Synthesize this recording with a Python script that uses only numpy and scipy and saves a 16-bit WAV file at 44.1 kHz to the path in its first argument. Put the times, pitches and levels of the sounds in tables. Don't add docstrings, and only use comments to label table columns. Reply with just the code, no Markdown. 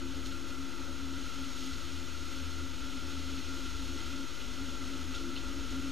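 import sys
import numpy as np
from scipy import signal
from scipy.fft import rfft, irfft
from scipy.io import wavfile
from scipy.ndimage import uniform_filter1d

SR = 44100
rng = np.random.default_rng(int(sys.argv[2]) if len(sys.argv) > 2 else 0)


def wav_out(sig):
    wavfile.write(sys.argv[1], SR, np.round(np.clip(np.atleast_2d(sig).T, -1, 1) * 32767).astype(np.int16))


def boost_factor(decibels):
    exponent = np.asarray(decibels, float) / 20
    return 10 ** exponent


N = 260631

# hz, density_db (dB per Hz)
RAIN_SPECTRUM = [(500, -6), (800, -15), (1200, -4.5), (1700, -7.5), (2300, -4.5), (3200, 2), (4800, -7.5),
                 (6000, -9.5), (7500, -9.5), (9000, -17.5), (11000, -20), (13000, -23), (15290, -26)]


def rms_one(x):
    return x / np.sqrt(np.mean(x ** 2) + 1e-20)


def in_time(rows):
    s, *columns = np.transpose(rows)
    return [np.interp(np.arange(N) / SR, s, c) for c in columns]


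def drift(rate_hz):
    pole = np.exp(-80 * np.pi * rate_hz / SR)
    noise = rng.standard_normal(N // 40 + 2002)
    slow = signal.lfilter([1], [1, -2 * pole, pole * pole], noise)[2000:]
    return np.interp(np.arange(N) / 40, np.arange(len(slow)), rms_one(slow))


def coloured(x, spectrum):
    hz, db = np.transpose(spectrum)
    bins_hz = np.arange(N // 2 + 1) * SR / N + 1e-9
    shape = boost_factor(np.interp(np.log(bins_hz), np.log(hz), db, left=-99, right=-99))
    return irfft(rfft(x) * shape, N)


def tilted(x, hz, kind, db):
    end = signal.sosfiltfilt(signal.butter(2, hz, kind, fs=SR, output="sos"), x)
    return x + (boost_factor(db) - 1) * end


def through_case(x):
    # hz, width_hz, gain_db
    resonances = [(48.8, 26, 3.5), (57.4, 5.6, -11), (78.6, 16, 7.5), (103.4, 13.5, -9.5), (130.6, 13, 6.5),
                  (184, 16, 7), (260.2, 49, 16.5), (293.6, 7.8, -5.5), (339.5, 9.3, 8.5), (407, 31, -5.5),
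                  (562, 38, 8.5), (742, 22, 8), (880, 128, 10), (961, 27, 7), (1016, 48, -6),
                  (1318, 146, 10.5), (1394.3, 82, 12), (1552, 87, 5), (1840, 56, -4), (1998, 154, 7),
                  (2560, 70, 3.5), (3210, 220, -2), (4310, 320, 5), (5350, 390, 5), (6640, 1000, 7.5),
                  (7440, 560, -8.5), (11600, 590, 4)]
    for hz, width_hz, db in resonances:
        middle = -2 * np.cos(2 * np.pi * hz / SR)
        gain, half = boost_factor(db / 2), np.pi * width_hz / SR
        zeros = [1 + half * gain, middle, 1 - half * gain]
        poles = [1 + half / gain, middle, 1 - half / gain]
        x = signal.lfilter(zeros, poles, x)
    return x


def rain(rain_db, bright_db, body_db):
    drops_per_s = 6000
    sizes = boost_factor(4.4 * np.minimum(rng.exponential(1, N), 5)) * rng.choice([-1, 1], N)
    landed = rng.random(N) < drops_per_s * boost_factor(2.5 * drift(8.0)) / SR
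    falling = rng.standard_normal(N) + boost_factor(-8.5) * rms_one(sizes * landed)
    fluttering = falling * boost_factor(0.35 * drift(9.0))
    sound = rms_one(through_case(coloured(fluttering, RAIN_SPECTRUM)))
    brightened = tilted(sound, 7300, "high", bright_db)
    return boost_factor(rain_db) * tilted(brightened, 1800, "low", body_db)


def rumble(rumble_db, deep_db):
    # hz, density_db (dB per Hz)
    roar_spectrum = [(15, -18), (25, 1), (40, 4.5), (60, 6), (100, -1.5), (200, -9), (300, 0), (420, -2),
                     (600, -15), (900, -29)]
    roar = rms_one(through_case(coloured(rng.standard_normal(N), roar_spectrum)))
    return boost_factor(rumble_db) * tilted(roar, 65, "low", deep_db)


def hum():
    # pitch_hz, level_db
    resting = [(48, -63), (79, -57), (268, -54), (340, -64.5)]
    # start_s, length_s, level_db, pitch_hz
    swells = [(0.02, 0.38, -50, 47), (1.0, 0.11, -53, 48.03), (1.5, 0.32, -49.5, 48.7),
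              (3.62, 0.45, -52, 49.8), (4.42, 0.15, -51.5, 46), (4.72, 0.15, -52, 48.2),
              (5.33, 0.1, -51, 45.9), (5.521, 0.21, -52, 46), (0.01, 0.084, -45, 76.8),
              (0.14, 0.13, -47, 80.3), (0.547, 0.08, -48, 75.8), (0.845, 0.099, -48, 77.4),
              (1.05, 0.11, -44.5, 78.6), (1.23, 0.08, -52, 77), (1.4, 0.066, -49, 78),
              (1.69, 0.61, -48.5, 78.6), (2.4, 0.26, -46, 79.2), (2.98, 0.56, -48, 79.9),
              (3.66, 0.15, -48, 77.4), (3.88, 0.3, -47.5, 78.7), (4.49, 0.079, -47, 78.8),
              (4.64, 0.21, -48.5, 77.3), (4.95, 0.23, -48.5, 80.4), (5.401, 0.18, -48, 78.7),
              (0.017, 0.083, -46.5, 269.5), (0.21, 0.11, -47, 267.5), (0.42, 0.11, -46.5, 269),
              (0.567, 0.11, -42, 268.3), (0.809, 0.055, -47.5, 271), (1.009, 0.21, -42.5, 269.2),
              (1.362, 0.12, -44.5, 273), (1.59, 0.17, -44.5, 263), (1.948, 0.11, -47.5, 266),
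              (2.285, 0.15, -48.5, 269), (2.483, 0.19, -48.5, 268), (2.825, 0.17, -45, 265.3),
              (3.06, 0.36, -45, 269.6), (3.489, 0.19, -46.5, 264.8), (3.771, 0.2, -48, 270),
              (4.111, 0.14, -45, 270), (4.587, 0.13, -43.5, 268.4), (4.84, 0.18, -48, 263),
              (5.052, 0.084, -42.5, 263.7), (5.232, 0.07, -41.5, 263.3), (5.324, 0.078, -45, 269.6),
              (5.486, 0.18, -44, 274), (5.719, 0.091, -38.5, 269.7), (5.839, 0.098, -39.5, 270.5),
              (0.005, 0.063, -52, 342), (0.33, 0.25, -51.5, 340), (3.85, 0.11, -52.5, 339),
              (5.2, 0.13, -47.5, 342)]
    edge_cycles = 10.4
    wobble_rad, flutter_db, cycles_per_wobble = 0.31, 0.1, 26
    out, t = np.zeros(N), np.arange(N) / SR
    for rest_hz, rest_db in resting:
        height = np.full(N, boost_factor(rest_db))
        pulled = height * rest_hz
        for s, length, db, hz in swells:
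            if abs(np.log(hz / rest_hz)) < .11:
                ramp = np.minimum(t - s, s + length - t) * hz / edge_cycles + .5
                rise = np.sin(np.pi / 2 * np.clip(ramp, 0, 1)) ** 2
                lift = (boost_factor(db) - boost_factor(rest_db)) * rise
                height, pulled = height + lift, pulled + lift * hz
        shaky, rate_hz = np.sqrt(rest_hz / 100), rest_hz / cycles_per_wobble
        phase = 2 * np.pi * np.cumsum(pulled / height) / SR + wobble_rad * shaky * drift(rate_hz)
        flutter = boost_factor(flutter_db * shaky * drift(rate_hz))
        out += np.sqrt(2) * height * flutter * np.sin(phase)
    return out


def splashes():
    # start_s, level_db, low_hz, high_hz, t60_s
    nearby = [(.25, -41, 2800, 14000, .17), (.312, -46.5, 2000, 14000, .15), (1.555, -44, 3000, 14500, .9),
              (1.73, -48, 3500, 7000, .1), (4.398, -44, 2400, 4000, .17), (5.139, -42, 2500, 8000, .3),
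              (5.358, -41, 2300, 4400, .2)]
    swell_share = 0.042
    out, t = np.zeros(N), np.arange(SR // 2) / SR
    lumps = boost_factor(2.0 * rms_one(uniform_filter1d(rng.standard_normal(N), size=90)))
    spatter = lumps * through_case(coloured(rng.standard_normal(N), RAIN_SPECTRUM))
    for s, db, low_hz, high_hz, t60 in nearby:
        at = round(s * SR)
        band = signal.butter(2, [low_hz, high_hz], "band", fs=SR, output="sos")
        spray = rms_one(signal.sosfilt(band, spatter[at:at + len(t)]))
        swell = 1 - np.exp(-t / (swell_share * t60))
        out[at:at + len(t)] += spray * swell * boost_factor(db - 60 * t / t60)
    return out


def plinks():
    # start_s, peak_db, pitch_hz
    large_drops = [(1.577, -41, 3320), (4.403, -39, 3000), (4.416, -38.5, 2899), (4.694, -38.5, 3325),
                   (5.142, -37.5, 2583), (5.148, -35, 3600), (5.152, -37, 3375), (5.160, -40, 4170),
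                   (5.179, -42, 3100), (5.355, -37, 4200), (5.364, -31, 2843), (5.364, -36, 4020),
                   (5.369, -37.5, 2710), (5.377, -38, 3375), (5.387, -45, 3350)]
    t60_s = 0.017
    out, t = np.zeros(N), np.arange(SR // 25) / SR
    for s, db, hz in large_drops:
        onset = 1 - np.exp(-t / 0.00043)
        ring = np.sin(2 * np.pi * hz * t * (1 + 5.8 * t)) * onset
        at = round(s * SR)
        out[at:at + len(t)] += ring * boost_factor(db - 60 * t / t60_s)
    return out


def scene():
    # time_s, rain_db, rumble_db
    storm = [(0.0, -48.5, -48), (0.6, -48.5, -48.5), (0.9, -49, -48), (1.25, -46, -48), (2.1, -46.5, -50),
             (2.4, -46, -49), (2.7, -46.7, -49), (3.3, -45, -47), (3.9, -45.5, -48), (4.3, -46.5, -48),
             (4.8, -46, -46), (5.4, -47, -45.5), (5.91, -46, -46)]
    rain_db, rumble_db = in_time(storm)
    harder, louder = rain_db + 46.5, rumble_db + 47.5
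    treble_share, body_share, body_with_rumble = 0.5, -0.3, 0.3
    bright_db = (treble_share - 1) * harder
    body_db = (body_share - 1) * harder + body_with_rumble * louder
    lift_db, deep_share, roll_db = 5.5, -0.3, 2
    deep_db = lift_db + (deep_share - 1) * louder + roll_db * drift(1.9)
    water = rain(rain_db, bright_db, body_db) + splashes() + plinks()
    return np.tile(water + rumble(rumble_db, deep_db) + hum(), (2, 1))


def band_limit(x):
    return signal.sosfilt(signal.butter(12, 15360, fs=SR, output="sos"), x)


def record(dry):
    offset = [.0195, .00015]
    drift_db, drift_hz = -67.5, 85
    low_pass = signal.butter(5, drift_hz, fs=SR, output="sos")
    wander = boost_factor(drift_db) * rms_one(signal.sosfilt(low_pass, rng.standard_normal(N)))
    mix = dry + np.c_[offset] + wander * [[1], [-1]]
    return band_limit(mix)


dry = scene()
out = record(dry)
wav_out(out)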